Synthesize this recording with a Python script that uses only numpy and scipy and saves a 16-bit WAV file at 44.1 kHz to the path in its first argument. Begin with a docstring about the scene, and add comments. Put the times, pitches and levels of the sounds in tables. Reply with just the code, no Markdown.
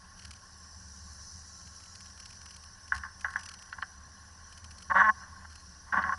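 """Slushy drive with a juddering wiper

Inside a car crawling up a slushy track, an engine note and noise-driven air modes make the cab boom.
The road drones through the glass; shaped noise makes a treble hiss and whistling bands, sines a faint whine.
Loose trim rattles as short noise bursts, and slush slaps the windscreen as sharp pushes with scattered contacts.
A wiper blade judders and squeaks over the glass twice by stick-slip, catches, and slides quietly in between.
Road, slush and blade all ring the same windscreen resonances."""
import sys
import numpy as np
from scipy import signal
from scipy.fft import rfft, irfft, next_fast_len
from scipy.io import wavfile
from scipy.ndimage import uniform_filter1d, map_coordinates

SR = 44100
rng = np.random.default_rng(int(sys.argv[2]) if len(sys.argv) > 2 else 0)


def to_wav(s):
    """Save 16-bit WAV."""
    ch = np.atleast_2d(s).T  # columns
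    pcm = np.round(np.clip(ch, -1, 1) * 32767)  # PCM
    wavfile.write(sys.argv[1], SR, pcm.astype(np.int16))


N = 272538  # length in samples

# Course of the cab's broadband noise.
# Each row: time in seconds, level of the upper hiss in dB, level of the road drone in dB.
CAB_LEVELS = [(0.0, -59.5, -58.5), (0.85, -55, -61), (1.22, -51.5, -60), (1.48, -52.5, -62),
              (1.61, -53.5, -61.5), (3.02, -58, -59.5), (3.62, -58.5, -57), (3.91, -59, -58.5),
              (5.9, -58, -60.5)]


def amp(db):
    """Level to amplitude: 20 dB are a factor of ten."""
    return 10 ** (np.asarray(db) / 20)


def unit(x):
    """Normalization to an rms of 1."""
    return x / np.sqrt(np.mean(x ** 2) + 1e-20)


def curves(rows):
    """Linear interpolation in time: one value per sample for each column after the time."""
    s, *cols = np.transpose(rows)
    return [np.interp(np.arange(N) / SR, s, c) for c in cols]


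def wobble(rate):
    """Slow random modulation: a smooth curve through random knots, rate of them a second."""
    knots = rng.standard_normal(int(N * rate / SR) + 4)
    return map_coordinates(knots, [np.arange(N) * rate / SR])


def filtered(x, response):
    """Linear filtering: the spectrum of x times a complex response of frequency."""
    m = next_fast_len(N + SR // 2)
    return irfft(rfft(x, m) * response(np.fft.rfftfreq(m, 1 / SR)), m)[..., :N]


def colour(points):
    """Spectral envelope: gain through (Hz, dB) points on a log axis, -120 dB outside them."""
    f, db = np.transpose(points)
    return lambda hz: amp(np.interp(np.log(hz + 1), np.log(f + 1), db, -120, -120))


def resonances(modes):
    """Modal superposition: a causal response, neighbours in opposite phase; white noise keeps its rms."""
    def raw(f):
        total = 0
        for k, (centre, width, db) in enumerate(modes):
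            damping = 1j * f * width
            total = total + (-1) ** k * amp(db) * damping / (centre * centre - f * f + damping)
        return total
    return lambda hz: raw(hz) / np.sqrt(np.mean(np.abs(raw(hz)) ** 2))


def noise(patchy_db):
    """Non-stationary noise: white noise with patches of random gain in time and frequency."""
    z = signal.stft(rng.standard_normal(N + 512), nperseg=512)[2]
    field = uniform_filter1d(rng.standard_normal(z.shape), size=3, axis=0)
    field = uniform_filter1d(field, size=5, axis=1)
    patchy = signal.istft(z * amp(patchy_db * unit(field)), nperseg=512)[1]
    return unit(patchy[:N])


def fade(start_s, end_s, fade_s):
    """Amplitude envelope: linear fades within a span of time."""
    t = np.arange(N) / SR
    return np.clip(np.minimum(t - start_s, end_s - t) / fade_s, 0, 1)


def glass(force, upper_db):
    """Forced vibration: a force rings two groups of pane modes, which pass little treble and little bass."""
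    # Resonances of windscreen and dash.
    # Each row: frequency in Hz, bandwidth in Hz, relative level in dB.
    lower_modes = [(577, 66, -12.5), (757, 21, -5), (880, 88, -4), (1082.3, 46, 8), (1181, 69, -1.5)]
    upper_modes = [(1349.4, 100, -6.5), (1539, 145, 1), (1742, 141, 1.5), (1952, 145, -3), (2920, 80, -14),
                   (3330, 370, -25.5)]
    lower = force / np.sqrt(1 + amp(upper_db) ** 2)
    upper = lower * amp(upper_db)
    ring = filtered(lower, resonances(lower_modes)) + filtered(upper, resonances(upper_modes))
    ring = signal.sosfilt(signal.butter(N=2, Wn=600, btype="high", fs=SR, output="sos"), ring)
    low = signal.butter(N=4, Wn=2000, fs=SR, output="sos")
    return ring * amp(-10.5) + signal.sosfilt(low, ring)


def cab_boom():
    """Cavity resonance: an engine note and the cab's air modes throb together over a steady rumble."""
    # Common level of engine note and boom before their balance.
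    # Each row: time in seconds, level in dB.
    throb_levels = [(0.0, -59.5), (0.22, -62), (0.27, -47), (0.4, -61.5), (1.2, -50.5), (1.29, -60),
                    (1.36, -49.5), (1.48, -60.5), (1.65, -48), (1.72, -58.5), (2.89, -60.5), (2.96, -41.5),
                    (3.05, -58), (3.51, -52), (3.67, -79), (3.79, -52), (3.91, -62), (3.96, -54),
                    (4.61, -59.5), (4.65, -46), (4.77, -54), (5.92, -56), (5.97, -51), (6.18, -51)]
    # Cab air modes. Each row: frequency in Hz, bandwidth in Hz, relative level in dB.
    air_modes = [(75.3, 14, -3), (101.5, 16.9, -6), (185.6, 16.3, -8)]
    # Rumble spectrum. Each row: frequency in Hz, relative density in dB per Hz.
    rumble_spectrum = [(10, -31), (22, 3.5), (45, -2), (140, -7.5), (260, -16.5), (450, -18), (900, -13.5)]
    engine_hz = 75.7  # mean pitch
    throb = amp(curves(throb_levels)[0] + 1.0 * wobble(7.7))
    engine = np.sqrt(2) * np.sin(2 * np.pi * np.cumsum(engine_hz + 4 * wobble(8.2)) / SR)
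    boom = unit(filtered(rng.standard_normal(N), lambda hz: resonances(air_modes)(hz) * (hz < 320)))
    rumble = unit(filtered(rng.standard_normal(N), colour(rumble_spectrum)))
    throbbing = throb * (amp(-1.7) * engine + amp(-8.5) * boom)
    return throbbing + amp(-66) * boom + amp(-63) * rumble


def road_drone():
    """Structure-borne sound: the road shakes the glass with broadband noise."""
    road_db = curves(CAB_LEVELS)[1]
    return amp(road_db) * unit(glass(noise(patchy_db=1.5), upper_db=4.0))


def hiss():
    """Shaped broadband noise: its upper part swells and flickers, its lower part keeps one level."""
    # Hiss spectrum. Each row: frequency in Hz, relative density in dB per Hz.
    hiss_spectrum = [(1290, -58), (2200, -23.5), (2700, -24), (2930, -17.5), (3540, -25.5), (4110, -13),
                     (5620, -2.5), (5850, 1), (6090, -3), (6570, -15.5), (7890, -19.5), (8730, -16.5),
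                     (9470, -24), (10700, -15), (11200, -18.5), (14500, -63), (22000, -120)]
    lower_db, swell_hz = -54.5, 3800  # gain below the edge, edge frequency
    hiss_db = curves(CAB_LEVELS)[0]
    whole = unit(filtered(noise(patchy_db=2.5), colour(hiss_spectrum)))
    under = filtered(whole, lambda hz: hz < swell_hz)
    swell = amp(hiss_db + 0.4 * wobble(30) + 0.47 * wobble(8))
    return amp(lower_db) * under + swell * (whole - under)


def whistles():
    """Narrow-band filtering: each band of noise fades in, stays at its pitch and fades out."""
    # Whistling bands.
    # Each row: start in seconds, end in seconds, frequency in Hz, width setting in Hz, level in dB.
    bands = [(2.2, 5.35, 5915, 55, -62), (.95, 1.75, 6000, 45, -60), (.4, 1.2, 5880, 100, -63),
             (.4, 3.3, 5335, 55, -64), (5.1, 6.3, 5310, 55, -67), (3.6, 5.2, 5330, 45, -73),
             (3.6, 5.1, 4170, 70, -75), (5.1, 5.9, 4220, 40, -72), (.8, 2.2, 6750, 300, -68),
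             (.4, 2.2, 7500, 100, -73), (3.5, 5.9, 7140, 100, -78), (2.3, 5.2, 8290, 100, -79),
             (.5, 1.7, 8710, 70, -77), (-.2, 6.3, 9630, 130, -81), (-.2, 6.3, 10600, 200, -75)]
    air = noise(patchy_db=3.0)
    total = np.zeros(N)
    for start, end, hz, width, db in bands:
        # two equal resonant stages in series
        band = unit(filtered(air, lambda f: (width / (width + 2j * (f - hz))) ** 2))
        total += amp(db) * fade(start, end, fade_s=0.14) * band
    return total


def whine():
    """Harmonic tone: a thin, slightly unsteady fundamental and its third harmonic come and go."""
    # Course of the whine.
    # Each row: time in seconds, mean frequency in Hz, level in dB before the wobble.
    whine_course = [(.8, 1345, -88), (1.15, 1345, -71), (1.85, 1335, -71), (2.1, 1335, -88)]
    hz, db = curves(whine_course)
    phase = 2 * np.pi * np.cumsum(hz + 8 * wobble(15)) / SR
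    return amp(db + 4.2 * wobble(12)) * (np.sin(phase) + amp(-4) * np.sin(3 * phase))


def rattles():
    """Repeated impact: loose plastic chatters for milliseconds; faint rattles fill rough stretches at random."""
    # Trim rattles. Each row: start in seconds, nominal peak of the body in dB.
    trim_hits = [(0.192, -49), (0.219, -51), (0.2487, -43), (0.3077, -44.5), (0.332, -49.5), (0.3616, -53),
                 (1.8, -52), (1.8562, -52), (1.951, -47), (2.0047, -48.5), (2.056, -52.5), (2.175, -53),
                 (2.1999, -44), (2.2265, -54), (2.2553, -45), (2.3036, -46), (2.3267, -52.5), (2.3516, -55),
                 (2.4114, -50), (2.4575, -47.5), (2.486, -58), (2.5072, -49), (2.5404, -54),
                 (2.5616, -47.5), (2.636, -49), (2.877, -50.5), (2.9457, -43), (2.961, -43.5), (2.977, -45),
                 (3.1946, -56), (3.209, -47.5), (3.3036, -49), (3.3313, -51), (3.362, -49), (3.3907, -47),
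                 (3.4062, -48.5), (3.4333, -46.5), (3.4564, -41), (3.488, -41), (3.5144, -49),
                 (3.5382, -46), (3.5897, -52), (3.6226, -55), (4.525, -53.5), (4.5762, -48.5),
                 (4.6428, -48), (4.7107, -54), (4.782, -47), (4.8035, -54), (4.8224, -47.5), (5.503, -54),
                 (5.524, -52), (5.5538, -47.5)]
    # Dull ticks of grit, without the bright top. Each row: start in seconds, nominal peak in dB.
    grit_ticks = [(3.725, -41.5), (3.821, -38.5), (6.024, -44)]
    # Rough stretches filled with faint rattles. Each row: start in seconds, end in seconds.
    rough_stretches = [(.15, .4), (1.58, 2.7), (3.25, 3.72), (4.5, 4.85), (5.45, 5.65)]
    # Spectra of rattle body and bright top. Each row: frequency in Hz, relative density in dB per Hz.
    body_spectrum = [(1200, -1), (1900, -6), (2300, -6.5), (3090, -0.5), (3740, -18), (4250, 1), (4500, 1)]
    top_spectrum = [(4300, -52), (4700, -2.5), (5330, 0.5), (6140, -6.5), (6900, -11.5), (8000, -10.5),
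                    (9200, -13.5), (11000, -9.5)]
    faint_hz, faint_db, faint_spread_db = 30.46, -63.5, 5.5  # mean rate, mean peak, its deviation
    rise_s, hold_end_s, t60_s = 0.00035, 0.0084, 0.0017  # attack, start of decay, time to fall 60 dB
    crest_db = 7  # nominal peak over rms
    bright_db = 2  # bright top over the body

    t = np.arange(SR // 20) / SR
    decay_db = -60 * np.clip(t - hold_end_s, 0, 1) / t60_s
    shape = np.clip(t / rise_s, 0, 1) * amp(-crest_db + decay_db)

    gap, size = rng.random(200) + .5, rng.standard_normal(200)
    faint = [(s, faint_db + faint_spread_db * z)
             for s, z in zip(np.cumsum(gap / faint_hz), size)
             if any(a < s < b for a, b in rough_stretches)]

    trim, grit = np.zeros(N + SR), np.zeros(N + SR)
    for s, db in [*trim_hits, *faint]:
        trim[round(s * SR):][:len(t)] += amp(db) * shape
    for s, db in grit_ticks:
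        grit[round(s * SR):][:len(t)] += amp(db) * shape

    chatter = amp(1.8 * wobble(400))
    plastic = unit(filtered(rng.standard_normal(N), colour(body_spectrum)))
    bright = unit(filtered(rng.standard_normal(N), colour(top_spectrum)))
    return chatter * ((trim + grit)[:N] * plastic + amp(bright_db) * trim[:N] * bright)


def blows():
    """Impulsive excitation: slush and blade catches push the glass sharply, then scatter smaller contacts."""
    # Slush on the glass. Each row: time in seconds, nominal peak in dB,
    # upper over lower resonances in dB, time for the scatter to fall 60 dB in seconds.
    slush_slaps = [(2.921, -15.5, 11, 0.098), (2.943, -29, 8, 0.33), (3.035, -25.5, 11, .1),
                   (3.049, -30.5, 6, 0.2), (3.245, -14.5, 9, 0.09), (3.251, -26, 8, 0.093),
                   (3.283, -31, 8, 0.33), (3.337, -34.5, 7, 0.083), (3.358, -20, 6.5, 0.12),
                   (3.386, -38, 4, 0.3), (3.477, -40, 27, 0.039), (3.509, -40.5, 23, 0.062),
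                   (3.726, -25, 17, 0.075), (3.783, -27.5, 3.5, 0.058), (3.824, -20.5, 5, 0.036),
                   (3.829, -24.5, 13.5, 0.06)]
    # Catches of the blade. Each row: time in seconds, nominal peak in dB, upper over lower resonances in dB.
    blade_catches = [(5.927, -17, 8), (5.933, -15.5, -1), (5.941, -14.5, 5), (5.956, -18, -5),
                     (5.98, -18, 8), (6.017, -24, 9), (6.025, -34, 14), (6.037, -16, 12), (6.052, -31, 6),
                     (6.063, -22, 4.5), (6.08, -35, 1), (6.092, -20, 1.5), (6.122, -22.5, 4),
                     (6.132, -26.5, 2)]
    slush_scatter_db, catch_scatter_db, catch_t60_s = -22, -32, 0.14
    push_db = 13.5  # force over the nominal peak that it rings up

    t = np.arange(SR // 4) / SR
    force, upper = np.zeros(N + SR), np.zeros(N + SR)
    rows = [(*r, slush_scatter_db) for r in slush_slaps]
    rows += [(*r, catch_t60_s, catch_scatter_db) for r in blade_catches]
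    grains = rng.standard_normal((len(rows), 2, len(t)))
    for (s, db, upper_db, t60, scatter_db), grit in zip(rows, grains):
        ragged_edge = 0.22 * grit[0] * amp(-20 * t / 0.0047)
        scatter = amp(scatter_db - 60 * t / t60) * grit[1]
        hit = ragged_edge + scatter
        hit[0] += 0.7  # the sharp push
        start = round(s * SR) - 40  # the push leads the listed time by 40 samples
        force[start:][:len(t)] += amp(db + push_db) * hit
        upper[start:] = upper_db  # holds until the next blow
    band = signal.butter(N=1, Wn=[750, 2600], btype="band", fs=SR, output="sos")
    return glass(signal.sosfilt(band, force[:N]), upper[:N])


def stick_slip():
    """Stick-slip friction: slips at a near-steady rate, often strong-weak; roughness scatters them and scrapes."""
    # How the rubber grips. Each row: time in seconds, mean slip rate in Hz,
    # roughness from 0 to 1, strong-weak alternation from 0 to 1.
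    grip = [(4.9, 186, .45, .3), (4.95, 185, .4, .25), (5.012, 190, .4, .2), (5.03, 221, .3, 0),
            (5.085, 214, .1, 0), (5.12, 216, .1, 0), (5.92, 185, .6, .3)]
    spread_s = .005  # lag of the lowest bending waves behind the treble on their way along the pane
    rate, rough, uneven = curves(grip)
    count = np.floor(np.cumsum(rate * (1 + 0.0495 * rough * wobble(120))) / SR)
    alternation = (1 + uneven * (-1) ** count) / np.sqrt(1 + uneven ** 2)
    size = alternation * amp(1.7 * rough * wobble(220))
    slips = np.diff(count, prepend=0) * np.sqrt(SR / rate) * size
    # soft rubber lets go without an edge
    slips = signal.sosfilt(signal.butter(N=3, Wn=2400, fs=SR, output="sos"), slips)

    def dispersion(hz):
        """Bending-wave dispersion: the lag shrinks linearly to zero at 2400 Hz."""
        f = np.minimum(hz, 2400)
        return np.exp(-2j * np.pi * spread_s * f * (1 - f / 4800))

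    slips = filtered(slips, dispersion)
    scrape = rng.standard_normal(N) * amp(1.1 * wobble(150))
    return np.sqrt(1 - rough) * slips + np.sqrt(rough) * scrape


def wiper_slides():
    """Sliding friction: the wet blade glides quietly, with short scrapes, as noise on the glass."""
    # Slides and scrapes. Each row: start in seconds, end in seconds, force level in dB.
    slide_spans = [(5.13, 5.447, -54), (5.2, 5.248, -51), (5.439, 5.46, -42), (5.862, 5.923, -52)]
    sliding = sum(amp(db) * fade(a, b, fade_s=.008) for a, b, db in slide_spans)
    return glass(sliding * noise(patchy_db=2.5), upper_db=1.5)


def wiper_strokes():
    """Friction-driven resonance: the drag of the juddering blade shakes the glass and the wiper arm."""
    # Two blade strokes, one list of rows each.
    # Each row: time in seconds, drag force in dB, upper over lower resonances in dB.
    stroke_courses = [
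        [(4.896, -35, -1), (4.906, -25.5, 2), (4.919, -21, -3), (4.93, -53, -1), (4.942, -28, -5),
         (4.957, -15.5, 2), (4.995, -17.5, 9.5), (5.019, -15.5, 3), (5.028, -25.5, 4), (5.05, -20.5, 10.5),
         (5.076, -24, -2.5), (5.088, -18, 7), (5.099, -17.5, 4.5), (5.108, -79, 6)],
        [(5.922, -29, 19), (5.93, -30, 1.5), (5.962, -32.5, -2), (5.968, -25.5, 4), (5.982, -23, 7),
         (5.996, -26, -5), (6.0, -32, 2), (6.027, -35.5, 2), (6.033, -61, 2), (6.042, -32, 2), (6.105, -34, -1),
         (6.115, -42, -2), (6.125, -30, 4), (6.143, -34, 0), (6.155, -65, -9), (6.18, -44, 2)],
    ]
    # Bending mode of the arm. Each row: frequency in Hz, bandwidth in Hz, relative level in dB.
    arm_modes = [(203, 33, 0)]
    # Share of the drag that shakes the arm. Each entry: gain in dB for one stroke.
    arm_shake_db = [-31, -19.5]
    drag_db, upper_db = curves(np.concatenate(stroke_courses))
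    t = np.arange(N) / SR
    active = np.array([(t >= stroke[0][0]) & (t < stroke[-1][0]) for stroke in stroke_courses])
    force = active.sum(axis=0) * amp(drag_db) * stick_slip()
    arm = filtered(force * (amp(arm_shake_db) @ active), resonances(arm_modes))
    return arm + glass(force, upper_db)


def scene():
    """Superposition: all sources add at one listening point behind the windscreen."""
    background = cab_boom() + road_drone() + hiss() + whistles() + whine()
    return (background + rattles() + blows() + wiper_slides() + wiper_strokes())[None]


def record(dry):
    """Band limitation: the treble rolls off over 300 Hz to nothing at the upper limit."""
    top_hz = 11300
    return filtered(dry, lambda hz: np.clip((top_hz - hz) / 300, 0, 1) ** 2)


dry = scene()
out = record(dry)
to_wav(out)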